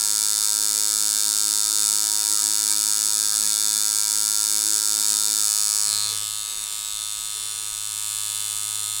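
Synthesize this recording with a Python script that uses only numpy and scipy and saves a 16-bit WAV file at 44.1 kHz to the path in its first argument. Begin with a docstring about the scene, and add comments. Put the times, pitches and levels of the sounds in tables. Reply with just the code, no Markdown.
"""A rotary tattoo machine buzzes as it draws a line in rubber practice skin, near a phone above a table.
Each turn of its cam (an off-centre wheel) knocks the needle bar and shakes the housing into a hum.
The rubber drags on the needle and now and then catches it. Then the needle lifts, and the machine
swings past the phone and runs on at the side. A gloved hand wipes the skin with a paper towel,
and soft nudges thud through the wooden table."""
import sys
import numpy as np
from scipy import signal
from scipy.fft import rfft, irfft
from scipy.io import wavfile
from scipy.ndimage import uniform_filter1d

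SR = 44100
rng = np.random.default_rng(int(sys.argv[2]) if len(sys.argv) > 2 else 0)


def master_out(mix):
    """Clip the mix to full scale and print it as 16-bit PCM to the path in sys.argv[1]."""
    frames = np.transpose(np.atleast_2d(mix))
    ceiling = np.clip(frames, -1, 1)
    pcm = np.round(ceiling * 32767).astype(np.int16)
    wavfile.write(sys.argv[1], SR, pcm)


N = 396900
TIME = np.arange(N) / SR

# The machine is closest to the phone. In order: start, length and fade, all in seconds.
PASSING = (5.885, 0.25, 0.16)
# The wiping hand shields the machine. In order: start, length and fade, all in seconds.
SHIELDED = (6.3, 1.66, 0.37)
EASE_S, EASE_LENGTH_S = 5.47, 0.08  # middle and length of the move to a light touch
SWING_S, SWING_LENGTH_S = 6.06, 0.51  # middle and length of the swing aside


def motor(slowing_hz, snag):
    """Count the turns of the cam so far; the skin drags on it unevenly."""
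    # The motor drifts slowly. Each row: time in seconds, turns per second.
    speed = [(0, 105.42), (1.7, 105.3), (2.05, 105.55), (3.9, 105.58), (4.8, 105.85), (5.4, 105.7),
             (5.55, 105.0), (5.95, 105.0), (6.4, 105.55), (8.2, 105.25), (9, 105.35)]
    hz = np.interp(TIME, *np.transpose(speed))
    return np.cumsum((hz - slowing_hz) * (1 + 0.001255 * snag * wander(40))) / SR


def knocks(turns, contact, snag):
    """The bar strikes hard once a turn and rattles loosely after; snags make both less even."""
    # Each row: delay after the strike in ms, level in the skin in dB, level running free in dB,
    # random spread of timing in ms, random spread of level in dB.
    loose_knocks = [(0.446, -13, -13, 0.023, 4), (1.699, -5, -18, 0.041, 1), (4.602, -16, -6, 0.015, -3),
                    (7.196, -9.5, -11, 0.031, 3), (8.102, -26, 6.5, 0.017, 3.5)]
    times = np.interp(np.arange(int(turns[-1]) + 1), turns, TIME)
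    pressed, uneven = (np.interp(times, TIME, curve) for curve in (contact, snag))

    def each_turn(lag_ms, db, spread_ms, spread_db):
        """One knock in every turn."""
        late, strong = rng.standard_normal((len(times), 2)).T * uneven
        return clicks(times + (lag_ms + spread_ms * late) / 1000, undb(db + spread_db * strong))

    loose = sum(each_turn(lag_ms, pressed * skin_db + (1 - pressed) * free_db, *spread)
                for lag_ms, skin_db, free_db, *spread in loose_knocks)
    return each_turn(0, 0, spread_ms=0.008, spread_db=-0.56), loose


def needle(strike, loose):
    """Each strike gives a dry tick, and all the knocks make the needle tube ring."""
    # Each row: ringing pitch in Hz, width in Hz, level in dB.
    tube_tones = [(3690, 334, 1.5), (6955, 530, 2), (8046, 560, -2.5), (9990, 620, -2), (12530, 540, -5)]
    rattle = undb(-0.5) * smear(strike, crack_ms=0.84, tail_ms=3.56, tail_db=-7) + loose
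    tick = bending_waves(strike) + undb(-23) * smear(strike, crack_ms=0.51, tail_ms=3.6, tail_db=-5)
    return tick + sum(undb(db) * resonance(rattle, hz, width) for hz, width, db in tube_tones)


def bending_waves(strike, size=256):
    """Bending waves stretch a strike into a tiny chirp: each pitch arrives at its own time."""
    # Each row: frequency in Hz, arrival time in ms.
    arrivals = [(3000, 0.5355), (4500, 0.38), (6000, 0.13), (8000, 0.44), (10200, 0.99), (12000, 0.56),
                (16000, 0.25)]
    lag_ms = np.interp(np.fft.rfftfreq(size, 1 / SR), *np.transpose(arrivals))
    phase = 2 * np.pi * np.cumsum(lag_ms / 1000) * SR / size
    return signal.oaconvolve(strike, irfft(np.exp(-1j * phase))[:size // 2])[:N]


def reflections(buzz, away):
    """The buzz is crisp under the phone, and blurred by bounces off hands and table when aside."""
    # The tone colour in those two places. 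Each row: frequency in Hz, gain in dB.
    near_colour = [(2400, -39), (3200, -33), (3600, -5), (4030, -8.5), (4370, 1.5), (5400, 1.5), (6400, -5),
                   (8000, 0), (8730, -10.5), (9700, 2), (11100, -13), (12400, -7), (13300, -15),
                   (14400, -6), (16000, -12)]
    aside_colour = [(2000, -38.5), (3100, -16), (3600, -11), (4150, -6), (5760, -4.5), (6650, -11),
                    (7150, -7.5), (7800, -0.5), (9130, -3), (9850, -2), (10800, -11), (13600, -8),
                    (16000, -14)]
    # The bounces change as fast as the hands move, which is fastest around the swing.
    changes_per_s = 0.8004 + 15 * ramp(EASE_S, EASE_LENGTH_S) * np.exp(-abs(TIME - SWING_S) / 0.898)
    changes = np.cumsum(changes_per_s) / SR
    bounced = sum(wander(1, changes) * smear(buzz, crack_ms=0.16, tail_ms=6, tail_db=-11)
                  for _ in range(3))
    near = unit(colour(buzz, near_colour))
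    far = unit(colour(buzz + undb(-7) * bounced, aside_colour))
    far_share = np.clip(0.16 + 0.76 * away + 0.1 * spell(*PASSING), 0, 1)
    return (1 - far_share) * near + far_share * far


def table_echo(buzz):
    """A quick echo off the table weakens some pitches; these dips slide down as the machine rises."""
    # The echo is dull near 8 and 16 kHz but keeps a bright band near 11 kHz.
    # Each row: frequency in Hz, gain in dB.
    echo_colour = [(4000, -6), (8000, -15), (11000, 1.5), (16000, -16.5)]
    # The echo is strongest during the swing. In order: start, length and fade, all in seconds.
    strong_echo = (5.9, 0.643, 0.16)
    lag_ms = 0.2205 + 0.213 * ramp(centre_s=6.15, length_s=0.63)
    strength = 0.16 + 0.51 * spell(*strong_echo)
    return buzz + strength * np.interp(TIME - lag_ms / 1000, TIME, colour(buzz, echo_colour))


def buzz_balance(buzz, snag, rattle_db):
    """The machine's place sets how loud each band of the buzz is; snags make the rattle flare."""
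    # Four bands, low to high: grip ring, needle knock, bright rattle, sizzle. Each row: level in
    # the skin, level aside, change when passing, change when shielded and slow wander, all in dB,
    # then the middle and length of its turn away from the phone in seconds.
    bands = [(-38.5, -37, 7, -0.5, 1, 5.9, .4), (-29.5, -41, -0.5, .3, 0.04, 6.14, 0.59),
             (-23.5, -29, 0, -2.5, -0.04, 6, 0.31), (-32.5, -39, 0, -2.2, .2, 5.88, 0.72)]
    # The borders between the bands, in Hz.
    edges_hz = [4200, 6500, 10800]
    # The grip rings more freely at times. Each row: start and length in seconds, boost in dB.
    grip_rings = [(1.152, .3, 2), (1.7, .4, 2), (3.5, 0.345, 3.5), (4.9, 0.53, 2)]
    passing, shielded = spell(*PASSING), spell(*SHIELDED)
    barrel_tone = undb(9) * passing * resonance(buzz, hz=4090, width_hz=550)
    grip_db, knock_db, bright_db, sizzle_db = (
        skin_db + (aside_db - skin_db) * ramp(*turn_away)
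        + passing * pass_db + shielded * shield_db + wander_db * wander(5)
        for skin_db, aside_db, pass_db, shield_db, wander_db, *turn_away in bands)
    ring_db = sum(db * spell(start, length, fade_s=0.057) for start, length, db in grip_rings)
    flare_db = rattle_db + 0.62 * snag ** 2 * wander(35)
    out, rest = 0, buzz + barrel_tone
    for edge_hz, db in zip(edges_hz, (grip_db + ring_db, knock_db, bright_db + flare_db)):
        band = signal.sosfiltfilt(signal.butter(8, edge_hz, fs=SR, output="sos"), rest)
        rest = rest - band
        out = out + steady(band) * undb(db)
    return out + steady(rest) * undb(sizzle_db)


def housing_hum(turns, contact, snag, away, slowing_hz):
    """The housing hums at multiples of the motor speed; the unbalanced cam adds the lowest note."""
    # In the skin, then running free. Each row: multiple of the speed, relative level in dB.
    pressed_tones = [(2, -9.5), (3, -5.5), (4, -11.5), (5, -13.5), (6, -20), (7, -11.5), (8, -17.5),
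                     (9, -1.5), (10, -22), (11, -11.5), (12, -1), (13, 0.5), (14, -5.5), (15, -3),
                     (16, -4.5), (17, -20), (18, -16), (19, -11.5), (20, -22), (21, -9), (22, -6.5),
                     (23, -12), (24, -8), (25, -17.5), (26, -23), (27, -9.5), (28, -11), (29, -14.5),
                     (30, -11), (31, -11)]
    free_tones = [(2, -13.5), (3, -31), (4, -16), (5, -19), (6, -14.5), (7, -11), (8, -14.5), (9, -2.5),
                  (10, -7), (11, 1), (12, 4), (13, -10), (14, -2.5), (15, -8), (16, -3), (17, -8.5),
                  (18, -15), (19, -14), (20, -3), (21, -5.5), (22, -4), (23, -7), (24, 1.5), (25, -2.5),
                  (26, 3), (27, -58), (28, -1), (29, 0), (30, -21), (31, -3.5)]
    # The cam's shaking. Each row: time in seconds, level in dB.
    shake = [(0.0, -60), (0.07, -61.5), (5.39, -61), (5.52, -60), (5.59, -68), (5.84, -62), (5.94, -50),
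             (6.17, -50), (6.52, -61), (8.92, -51.5), (9.0, -53)]
    clock, pressed, uneven = TIME[::200], contact[::200], snag[::200]
    angle = (2 * np.pi * (turns % 1)).astype(np.float32)
    hum = 0
    for (multiple, pressed_db), (_, free_db) in zip(pressed_tones, free_tones):
        flutter_db = 2.5 * uneven * wander(18, clock)
        drift_db = 1.12 * wander(2.555, clock)
        db = pressed * pressed_db + (1 - pressed) * free_db + flutter_db + drift_db
        phase = 1.14 * rng.standard_normal()  # loosely in step, so the hum throbs with each stroke
        hum = hum + np.interp(TIME, clock, undb(db)) * np.sin(multiple * angle + phase)
    place_db = -40.5 - 2 * away + 1.8 * spell(*PASSING) - 1.3 * spell(*SHIELDED)
    hum = steady(hum) * undb(place_db + slowing_hz)  # swells 1 dB for each Hz of speed lost
    shake_db = np.interp(TIME, *np.transpose(shake))
    return hum + unit(np.sin(angle)) * undb(shake_db)


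def rubber_grip(contact):
    """The rubber grips in patches and sometimes catches the needle, slowing it and adding rattle."""
    # Each row: start and length in seconds, speed lost in Hz, added snag from 0 to 1, rattle in dB.
    catches = [(1.802, 0.16, 0.81, 0.26, 1.5), (1.96, .3, 0.015, 0.24, -0.5), (2.302, 0.16, 0.86, 0.8, 0.5),
               (2.661, 0.1, 0.97, 0.7, 1.2), (3.322, 0.15, 0.24, 0.43, 0), (4.968, .12, 0.24, 0.55, 0.5),
               (5.10, 0.065, 1.3, 0.6, 1.5), (5.43, 0.067, .1, 0.5, 1.5)]
    slowing_hz, caught, rattle_db = sum(np.outer(effects, spell(start, length, fade_s=0.098))
                                        for start, length, *effects in catches)
    in_skin = 1 - ramp(EASE_S, EASE_LENGTH_S)
    patches = 0.737 * undb(1.8 * wander(14))
    snag = in_skin * patches + (1 - in_skin) * 0.33 + contact * caught
    return slowing_hz, np.clip(snag, 0, 1.4), rattle_db


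def scrape(turns, contact, snag):
    """The needle rubs on the rubber, loudest just after each stroke."""
    # Each row: frequency in Hz, relative level in dB.
    scrape_colour = [(100, -39), (300, -3.5), (650, -21), (950, -2), (1400, 1), (1900, -4), (3000, -1),
                     (4500, 7.5), (9000, -3), (15000, -21)]
    pulses = 0.45 + np.exp(-(turns % 1) / 0.044)
    return unit(noise(scrape_colour) * pulses) * undb(-48.5 + 4.4 * contact + 4.5 * snag)


def towel_wipes():
    """Glove and paper towel rub over the skin in uneven drags."""
    # Each row: start in seconds, length in seconds, level in dB.
    drags = [(5.823, 0.44, -52.5), (6.42, 0.38, -56.5), (7.32, 0.41, -57), (7.75, 0.34, -66),
             (8.419, 0.52, -61.5)]
    # Each row: frequency in Hz, relative level in dB.
    wipe_colour = [(60, -1), (170, 0.5), (280, -7), (430, 9), (600, -6), (900, 1), (2500, 2), (9000, -86)]
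    rubbing = sum(undb(db) * spell(start, length, fade_s=0.12) for start, length, db in drags)
    return noise(wipe_colour) * rubbing * undb(2 * wander(22))


def table_thuds(hz=36, decay_s=0.034):
    """Hands nudge the table, which gives a low thud that quickly dies away."""
    # Each row: start in seconds, relative level in dB.
    nudges = [(6.069, -63.5), (6.569, -57), (6.929, -54), (7.172, -59), (7.719, -56)]
    out = 0
    for start, db in nudges:
        age = np.maximum(TIME - start, 0)
        out = out + undb(db + 10) * np.sin(2 * np.pi * hz * age) * np.exp(-age / decay_s)
    return out


def room_noise():
    """The room's steady rumble and hiss."""
    # Each row: frequency in Hz, relative level in dB.
    room_colour = [(20, 4), (40, -12.5), (80, -8), (150, -12), (300, -20), (1000, -20), (4000, -42),
                   (15000, -23)]
    return noise(room_colour)


def undb(db):
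    """Turn decibels into a gain."""
    return np.exp(np.asarray(db) * (np.log(10) / 20))


def unit(x):
    """Scale to an average (rms) level of 1."""
    return x / np.sqrt(np.mean(x ** 2))


def steady(x, size=3348):
    """Hold the running (rms) level at 1."""
    return x / np.sqrt(uniform_filter1d(x ** 2, size) + 1e-12)


def ramp(centre_s, length_s):
    """A smooth move from 0 to 1."""
    progress = np.clip((TIME - centre_s) / length_s + 0.5, 0, 1)
    return (1 - np.cos(np.pi * progress)) / 2


def spell(start_s, length_s, fade_s):
    """Fade in, hold, fade out."""
    return ramp(start_s, fade_s) - ramp(start_s + length_s, fade_s)


def wander(rate, clock=TIME):
    """A random curve with a spread near 1 that heads for a new value rate times per clock unit."""
    values = rng.standard_normal(1024)
    return 1.2 * np.interp(clock * rate, np.arange(len(values)), values)


def colour(x, points):
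    """Shape the tone along (Hz, dB) points, with a filter that rings only after each sound."""
    hz, db = np.transpose(points)
    size = 4096
    freqs = np.maximum(np.fft.rfftfreq(size, 1 / SR), 1)
    gain = undb(np.interp(np.log(freqs), np.log(hz), db))
    cepstrum = irfft(np.log(gain))
    cepstrum[1:size // 2] *= 2  # move the ringing from before the sound to after it
    cepstrum[size // 2 + 1:] = 0
    return signal.oaconvolve(x, irfft(np.exp(rfft(cepstrum))))[:N]


def noise(points):
    """Noise at level 1, shaped along (Hz, dB) points."""
    return unit(colour(rng.standard_normal(N), points))


def resonance(x, hz, width_hz):
    """Keep a narrow band around one pitch."""
    return signal.lfilter(*signal.iirpeak(hz, hz / width_hz, fs=SR), x)


def clicks(times, sizes, reach=8):
    """Clicks at exact times, even between two samples."""
    at = times[:, None] * SR
    index = np.floor(at).astype(int) + np.arange(1 - reach, reach + 1)
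    taps = sizes[:, None] * np.sinc(index - at) * np.cos(np.pi * (index - at) / (2 * reach)) ** 2
    inside = (index >= 0) & (index < N)
    return np.bincount(index[inside], taps[inside], N)


def smear(x, crack_ms, tail_ms, tail_db, size=2048):
    """Spread each click into a short crack and a ringing tail, keeping its broad tone colour."""
    ms = np.arange(size) * 1000 / SR
    envelope = np.exp(-(ms / crack_ms) ** 2) + undb(tail_db) * np.exp(-ms / tail_ms)
    response = rfft(rng.standard_normal(size) * envelope)
    response /= np.sqrt(uniform_filter1d(abs(response) ** 2, 15))
    return signal.oaconvolve(x, irfft(response))[:N]


def scene():
    """Machine and hands lie straight ahead; left and right differ only faintly."""
    away = ramp(SWING_S, SWING_LENGTH_S)
    contact = (1 - 0.53 * ramp(EASE_S, EASE_LENGTH_S)) * (1 - away)  # 1 pressed in, 0 lifted
    slowing_hz, snag, rattle_db = rubber_grip(contact)
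    turns = motor(slowing_hz, snag)
    buzz = needle(*knocks(turns, contact, snag))
    buzz = table_echo(reflections(buzz, away))
    buzz = buzz_balance(buzz, snag, rattle_db)
    machine = buzz + housing_hum(turns, contact, snag, away, slowing_hz) + scrape(turns, contact, snag)
    mid = machine + towel_wipes() + table_thuds() + undb(-59) * room_noise()
    side = undb(-50) * smear(machine, crack_ms=2.9, tail_ms=3, tail_db=-37) + undb(-71) * room_noise()
    return np.array([mid + side, mid - side])


def record(dry, top_hz=15850):
    """The phone cuts off the highest treble."""
    return signal.sosfilt(signal.ellip(12, 0.1, 90, top_hz, fs=SR, output="sos"), dry)


dry = scene()
out = record(dry)
master_out(out)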